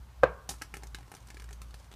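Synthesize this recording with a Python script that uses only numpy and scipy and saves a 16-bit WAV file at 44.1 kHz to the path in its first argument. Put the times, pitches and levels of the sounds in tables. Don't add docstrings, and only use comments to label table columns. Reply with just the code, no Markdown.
import sys
import numpy as np
from scipy import signal
from scipy.io import wavfile

SR = 44100
rng = np.random.default_rng(int(sys.argv[2]) if len(sys.argv) > 2 else 0)


def file_out(sig):
    cols = np.atleast_2d(sig).T
    lim = np.clip(cols, -1, 1)
    pcm = np.round(lim * 32767).astype(np.int16)
    wavfile.write(sys.argv[1], SR, pcm)


def volts(x):
    e = np.asarray(x, float) / 20
    return 10 ** e


N = 85995


def in_time(rows):
    t_s, *columns = np.transpose(rows)
    return [np.interp(np.arange(N) / SR, t_s, column) for column in columns]


def rms_one(x):
    return x / np.sqrt(np.mean(x ** 2) + 1e-20)


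def drift(rate_hz):
    pole = np.exp(-80 * np.pi * rate_hz / SR)
    white = rng.standard_normal(N // 40 + 2002)
    slow = signal.lfilter([1], [1, -2 * pole, pole * pole], white)[2000:]
    return np.interp(np.arange(N) / 40, np.arange(len(slow)), rms_one(slow - slow.mean()))


def ring(clicks, hz, t60_s):
    r = 10 ** (-3 / (t60_s * SR))
    w = 2 * np.pi * hz / SR
    return signal.lfilter([0, np.sin(w)], [1, -2 * r * np.cos(w), r * r], clicks + 1e-18)


def band(x, low_hz, high_hz):
    edges_hz = [low_hz, min(high_hz, 0.45 * SR)]
    return signal.sosfilt(signal.butter(2, edges_hz, "band", fs=SR, output="sos"), x)


def dying(start_s, t60_s, rise_s):
    t = np.maximum(np.arange(N) / SR - start_s, 0)
    return (1 - np.exp(-t / rise_s)) * 10 ** (-3 * t / t60_s)


def place(t_s, gains):
    out = np.zeros(N + SR)
    np.add.at(out, np.round(np.asarray(t_s) * SR).astype(int), gains)
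    return out[:N]


# t/s, grit peak level/dB, shell low level/dB, shell high level/dB, grit centre f/Hz
BOUNCES = [(0.4906, -25, -33, -27, 6060), (0.5058, -32.5, -12, -10.5, 7600),
           (0.5124, -36.5, -3.5, -13, 9390), (0.5392, -46, -1, -4, 7630), (0.6145, -51.5, 7.5, 11.5, 4300),
           (0.6196, -28.5, -15.5, -7.5, 5500), (0.631, -51, -1, -13, 5050), (0.74, -34, -7.5, -1, 8900),
           (0.7526, -42.5, -12, -4, 7700), (0.7688, -37, -5, -8, 7000), (0.8241, -51, 3, -3.5, 3880),
           (0.8343, -39.5, -4.5, -6, 6600), (0.8702, -40.5, -14, -26, 5910),
           (0.9465, -29.5, -31, -5.5, 4130), (0.9858, -47.5, 1, -9, 4940), (1.0075, -54.5, 4, 0, 4130),
           (1.0297, -54, -4, 3.5, 5230), (1.0801, -54.5, 0.5, -1, 6060)]
# t/s, grit peak level/dB, shell low level/dB, shell high level/dB, grit centre f/Hz
ROLL = [(1.117, -38.5, -5, -7, 9900), (1.1394, -43, -1, -3, 6000), (1.1501, -38.5, -9.5, -34, 5900),
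        (1.167, -45, -24, -9.5, 4200), (1.2034, -51, -14, -27, 6080), (1.2251, -53, -23, -6, 4700),
        (1.271, -44.5, -22, -15, 6060), (1.285, -46.5, -7, -5, 5070), (1.3028, -40.5, -12, -4, 5400),
        (1.3444, -44.5, -12, -9, 4640), (1.3701, -44.5, -22, -2.5, 4500), (1.3985, -41.5, -19, -3, 4540),
        (1.4208, -43.5, -25, -6, 5140), (1.442, -45.5, -18, -4, 4530), (1.489, -46, -14, -1.5, 5740),
        (1.508, -44, -7, -4, 7020), (1.5288, -39, -19, -16, 6400), (1.6175, -39.5, -52, -8.5, 5950),
        (1.708, -49.5, -13, -5.5, 4550), (1.7421, -40, -10, -13, 4430), (1.8439, -54, -9, -1.5, 3780),
        (1.9153, -45, -7, -11, 3640), (1.9258, -44.5, -14, -10, 3500), (1.9387, -46, -9, -5, 3770)]
# f/Hz, level/dB, T60/s
SHELL_LOW = [(818, 1, 0.014), (415, -6.5, 0.05)]
# f/Hz, level/dB, T60/s
PUSH = [(174, -10, 0.056), (360, -11, 0.026)]
# f/Hz, level/dB, T60/s
SHELL_HIGH = [(1295, -4.5, 0.01), (1710, -0.5, 0.0084), (2353, -0.5, 0.0049), (2890, -9.5, 0.015)]
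# f/Hz, width/Hz, level/dB
GRIT = [(4060, 960, -4.5), (5800, 2500, 1.5), (7920, 2400, 2), (9460, 2100, -1), (12400, 3300, -7),
        (14500, 1800, -17)]
LOW_DB, HIGH_DB, GRIT_DB, GRIT_FOCUS_DB = 0.5, 1, -8, 2.5
CRUNCH_S, GRAIN_SPREAD_DB = 0.0029, 12.5
PEBBLE_DB, PEBBLE_CYCLES = -8.5, 8.7


def egg():
    t_s, db, low_db, high_db, centre_hz = np.transpose(BOUNCES + ROLL)
    chance = rng.random((len(t_s), 3, 40))
    late = -np.log(1 - chance[:, 0]) * (np.arange(40) > 0)
    grain_db = GRAIN_SPREAD_DB * (chance[:, 1] - 1) * (late > 0) - 0.98 * late
    signs = np.sign(chance[:, 2] - 0.5)
    sizes = volts(grain_db) * signs
    grain_s = t_s[:, None] + CRUNCH_S * late

    def spray(layer_db, count, shuffle=0):
        flips = np.roll(signs, shuffle, axis=1) if shuffle else np.ones_like(signs)
        gains = volts(db + layer_db)[:, None] * (sizes * flips)[:, :count]
        return place(grain_s[:, :count].ravel(), gains.ravel())

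    low = spray(low_db + LOW_DB, count=2)
    high = spray(high_db + HIGH_DB, count=3)
    weight = spray(high_db, count=1)
    out = sum(volts(mode_db) * ring(low, hz, t60_s) for hz, mode_db, t60_s in SHELL_LOW)
    out = out + sum(volts(mode_db) * ring(weight, hz, t60_s) for hz, mode_db, t60_s in PUSH)
    for k, (hz, mode_db, t60_s) in enumerate(SHELL_HIGH):
        out = out + (-1) ** k * volts(mode_db) * ring(high, hz, t60_s)
    for k, hz in enumerate(centre_hz):
        pebble = place(grain_s[k], volts(db[k] + PEBBLE_DB) * sizes[k])
        out = out + ring(pebble, hz, PEBBLE_CYCLES / hz)
    for k, (hz, width_hz, colour_db) in enumerate(GRIT):
        focus_db = -GRIT_FOCUS_DB * np.log2(hz / centre_hz) ** 2
        grains = spray(GRIT_DB + colour_db + focus_db, count=40, shuffle=2 * k + 1)
        out = out + ring(grains, hz, 1.77 / width_hz)
    return out


# t/s, f/Hz, level/dB, T60/s
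ACCENTS = [(0.4912, 784, -32, 0.027), (0.4892, 161.8, -40.5, 0.064), (0.4952, 3650, -36, .006),
           (0.4927, 6070, -25, 0.0089), (0.6200, 1980, -36.5, 0.031), (0.6208, 1630, -30.5, 0.014),
           (0.634, 4300, -46, .005), (0.7402, 2370, -34.5, 0.017), (0.9467, 4030, -34, 0.011),
           (0.9473, 1730, -36, 0.011), (1.1398, 1440, -53, 0.023), (1.3028, 1710, -45.5, .025),
           (1.3447, 305, -45, 0.036), (1.3441, 1700, -50, .025), (1.369, 1700, -46, .025),
           (1.3698, 406, -47, 0.037), (1.3698, 2310, -47, 0.024), (1.3982, 1700, -50, 0.023),
           (1.3982, 2300, -53, 0.022), (1.4209, 1740, -50.5, 0.022), (1.4215, 425, -51, 0.036),
           (1.4427, 418, -55, 0.044), (1.49, 1900, -51, 0.029), (1.508, 418, -49.5, 0.088),
           (1.508, 2330, -48, 0.022), (1.6176, 1240, -53, 0.021), (1.742, 1740, -46, .02),
           (1.271, 6800, -52, .006), (1.2844, 1700, -55, 0.022), (1.6168, 4640, -46.5, .006),
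           (1.5286, 3290, -48, .008), (1.1498, 6200, -43, .008), (.8705, 5800, -45, .008),
           (1.927, 3500, -58, .01)]


def accents():
    return sum(volts(db) * ring(place([t_s], 0.95), hz, t60_s) for t_s, hz, db, t60_s in ACCENTS)


# t/s, level/dB, hardness/dB per octave
KNOCKS = [
    (0.2291, -33, 0),
    (0.2336, -7, -0.5),
    (0.23533, -10, 3),
    (0.23726, -9.5, 1),
    (.23919, -9, 0),
    (0.2412, -20, -4),
]
# f/Hz, level/dB, T60/s
FRAME = [(327, -42, 0.03), (513.6, -6.5, 0.026), (590, -13, 0.036), (690, -18.5, 0.028), (740, -9, 0.012),
         (1040, -17.5, 0.021), (1116, -42, 0.25), (1230, -13.5, 0.015), (1440, -16, 0.018),
         (1545, -16, 0.034), (1598, -47, 0.38), (2020, -32, 0.011), (2400, -22, 0.018), (2870, -40, 0.014)]
# f/Hz, level/dB, T60/s
LANDING_TAIL = [(154, -45.5, 0.29), (320.6, -36.5, 0.064), (494, -28, 0.14), (688, -30.5, 0.13),
                (1070, -32, 0.16), (1430, -34, 0.15), (2160, -38, 0.11), (3500, -44, 0.071)]
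CONTACT_HZ, CRACK_DB, CRACK_S = 2390, -27, 0.0047
TAIL_WIDTH, LATE_TAIL_DB, LATE_TAIL_STRETCH = 1.145, -15.5, 3.76


def landing():
    t_s, db, hard_db = np.transpose(KNOCKS)
    hit_s = t_s[1]
    wood = 0
    for hz, mode_db, t60_s in FRAME:
        knocks = place(t_s, volts(db + mode_db + hard_db * np.log2(hz / 700)))
        wood = wood + ring(knocks, hz, t60_s)
    wood = band(band(wood, 272, CONTACT_HZ), 254, 3900)
    noise = rng.standard_normal((2, N))
    crack = volts(CRACK_DB) * band(noise[0], 2300, 5940) * dying(hit_s, 7 * CRACK_S, 0.0011)
    tail = 0
    for k, (hz, tail_db, t60_s) in enumerate(LANDING_TAIL):
        fast = dying(hit_s, t60_s, 0.0022)
        slow = volts(LATE_TAIL_DB) * dying(hit_s, LATE_TAIL_STRETCH * t60_s, 0.0038)
        hiss = rms_one(band(noise[k % 2], hz / TAIL_WIDTH, hz * TAIL_WIDTH))
        tail = tail + volts(tail_db) * hiss * (fast + slow)
    return wood + crack + tail


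# f/Hz, level/dB, T60/s
THUMP = [(151, -27, 0.069), (302, -24.5, 0.046), (89, -42, 0.091), (1203, -17.5, 0.034), (748, -19.5, .03)]
# f/Hz, level/dB, T60/s
DECK = [(501, -44.5, 0.46), (602, -55, .45), (1082, -54, 0.82), (1180, -54.5, 0.99), (1202, -50, 0.12),
        (1510, -47, 0.4), (1600, -44, 0.51), (1000, -38, 0.24)]
DECK_WAVER_DB = 2.5


def deck():
    hit = place([KNOCKS[1][0]], 1.0)
    thump = sum(volts(db) * ring(hit, hz, t60_s) for hz, db, t60_s in THUMP)
    boards = sum(volts(db + DECK_WAVER_DB * drift(24)) * ring(hit, hz, t60_s) for hz, db, t60_s in DECK)
    return thump + boards


SKID_DB, SKID_T60_S, SKID_HZ = -39, 0.17, 7400


def skid():
    grit = rng.standard_normal(N) * volts(2.8 * rng.standard_normal(N))
    bright = rms_one(band(grit, SKID_HZ / 1.75, SKID_HZ * 1.45))
    return volts(SKID_DB) * bright * dying(BOUNCES[0][0], SKID_T60_S, 0.0015)


# t/s, level/dB
SCRAPE = [
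    (.45, -84),
    (.55, -68.5),
    (.95, -77),
    (1.05, -70),
    (1.2, -72.5),
    (1.4, -73),
    (1.55, -76),
    (1.8, -68.5),
    (1.95, -82),
]
SCRAPE_PER_S = 830


def scrape():
    db, = in_time(SCRAPE)
    contacts = rng.random(N) < SCRAPE_PER_S * volts(5.0 * drift(25)) / SR
    sizes = volts(3.9 * np.minimum(rng.exponential(1, N), 4))
    grains = contacts * sizes * rng.choice([-1, 1], N)
    return volts(db) * rms_one(volts(8.5) * band(grains, 444, 860) + band(grains, 1500, 8400))


GROUND_ECHO_S, GROUND_ECHO_DB = 0.0038, -8.5
YARD_DELAY_S, YARD_T60_S, YARD_DB = 0.0054, 0.11, -33
YARD_LATE_T60_S, YARD_LATE_DB = 0.42, -53


def yard(x):
    early = volts(YARD_DB) * dying(YARD_DELAY_S, YARD_T60_S, 0.0021)
    late = volts(YARD_LATE_DB) * dying(YARD_DELAY_S, YARD_LATE_T60_S, 0.013)
    scatter = rng.standard_normal(N) * (early + late)
    answer = scatter + place([0, GROUND_ECHO_S], np.array([1, volts(GROUND_ECHO_DB)]))
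    return signal.fftconvolve(x, answer[:SR // 2])[:N]


# t/s, f/Hz, level/dB
ENGINE = [(0.0, 61.6, -40.5), (0.05, 61.7, -53), (0.096, 63, -50.5), (0.118, 62, -57), (0.178, 60.5, -46.5),
          (0.282, 59.1, -40.5), (0.396, 60, -58), (0.46, 59.3, -49.5), (0.542, 57.6, -46.5),
          (0.64, 57.1, -53), (0.776, 57.3, -47), (0.928, 55.95, -45), (1.128, 57.7, -59), (1.14, 58.3, -66),
          (1.194, 57.24, -56.5), (1.444, 57.1, -44), (1.704, 57.46, -46.5), (1.95, 56.8, -55.5)]
# multiple of f, level/dB, wobble/dB
OVERTONES = [(2.0, -66.5, 4)]


def engine():
    hz, db = in_time(ENGINE)
    phase = 2 * np.pi * np.cumsum(hz) / SR
    tone = volts(db) * np.sin(phase)
    for multiple, over_db, wobble_db in OVERTONES:
        level = volts(over_db + wobble_db * drift(14.0))
        tone = tone + level * np.sin(multiple * phase + 0.99 * drift(1.8))
    return np.sqrt(2) * tone


# f/Hz, level/dB per Hz
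AIR = [(70, -3.5), (150, -11.5), (300, -25.5), (600, -26.5), (950, -21), (1800, -30.5), (7000, -38.5),
       (14000, -43.5)]
AIR_DB, AIR_PATCHY_DB, AIR_TOP_HZ = -55.5, 0.86, 15700


def air():
    edges_hz = 25 * 2 ** np.arange(0, 9.6, 0.5)
    white = rng.standard_normal((2, N))
    hz, db = np.transpose(AIR)
    out = 0
    for k, (low_hz, high_hz) in enumerate(zip(edges_hz, edges_hz[1:])):
        level_db = np.interp(np.log(low_hz * high_hz) / 2, np.log(hz), db)
        out = out + volts(level_db + AIR_PATCHY_DB * drift(14.5)) * band(white[k % 2], low_hz, high_hz)
    top_cut = signal.cheby2(12, 30, AIR_TOP_HZ, fs=SR, output="sos")
    return volts(AIR_DB) * rms_one(signal.sosfilt(top_cut, out))


def scene():
    patio = yard(egg() + scrape()) + accents() + skid()
    return (patio + landing() + deck() + engine() + air())[None, :]


def low_pass(x):
    return signal.sosfilt(signal.butter(12, 16120, fs=SR, output="sos"), x)


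MIC_LOW_HZ, MIC_TOP, CUTOFF_HZ = 44.7, 0.61, 15600


def record(dry):
    rounded = MIC_TOP * np.tanh(dry / MIC_TOP)
    bass_cut = signal.butter(4, MIC_LOW_HZ, "high", fs=SR, output="sos")
    top_cut = signal.cheby2(14, 40, CUTOFF_HZ * 0.995, fs=SR, output="sos")
    mix = signal.sosfilt(top_cut, signal.sosfilt(bass_cut, rounded))
    return low_pass(mix)


dry = scene()
out = record(dry)
file_out(out)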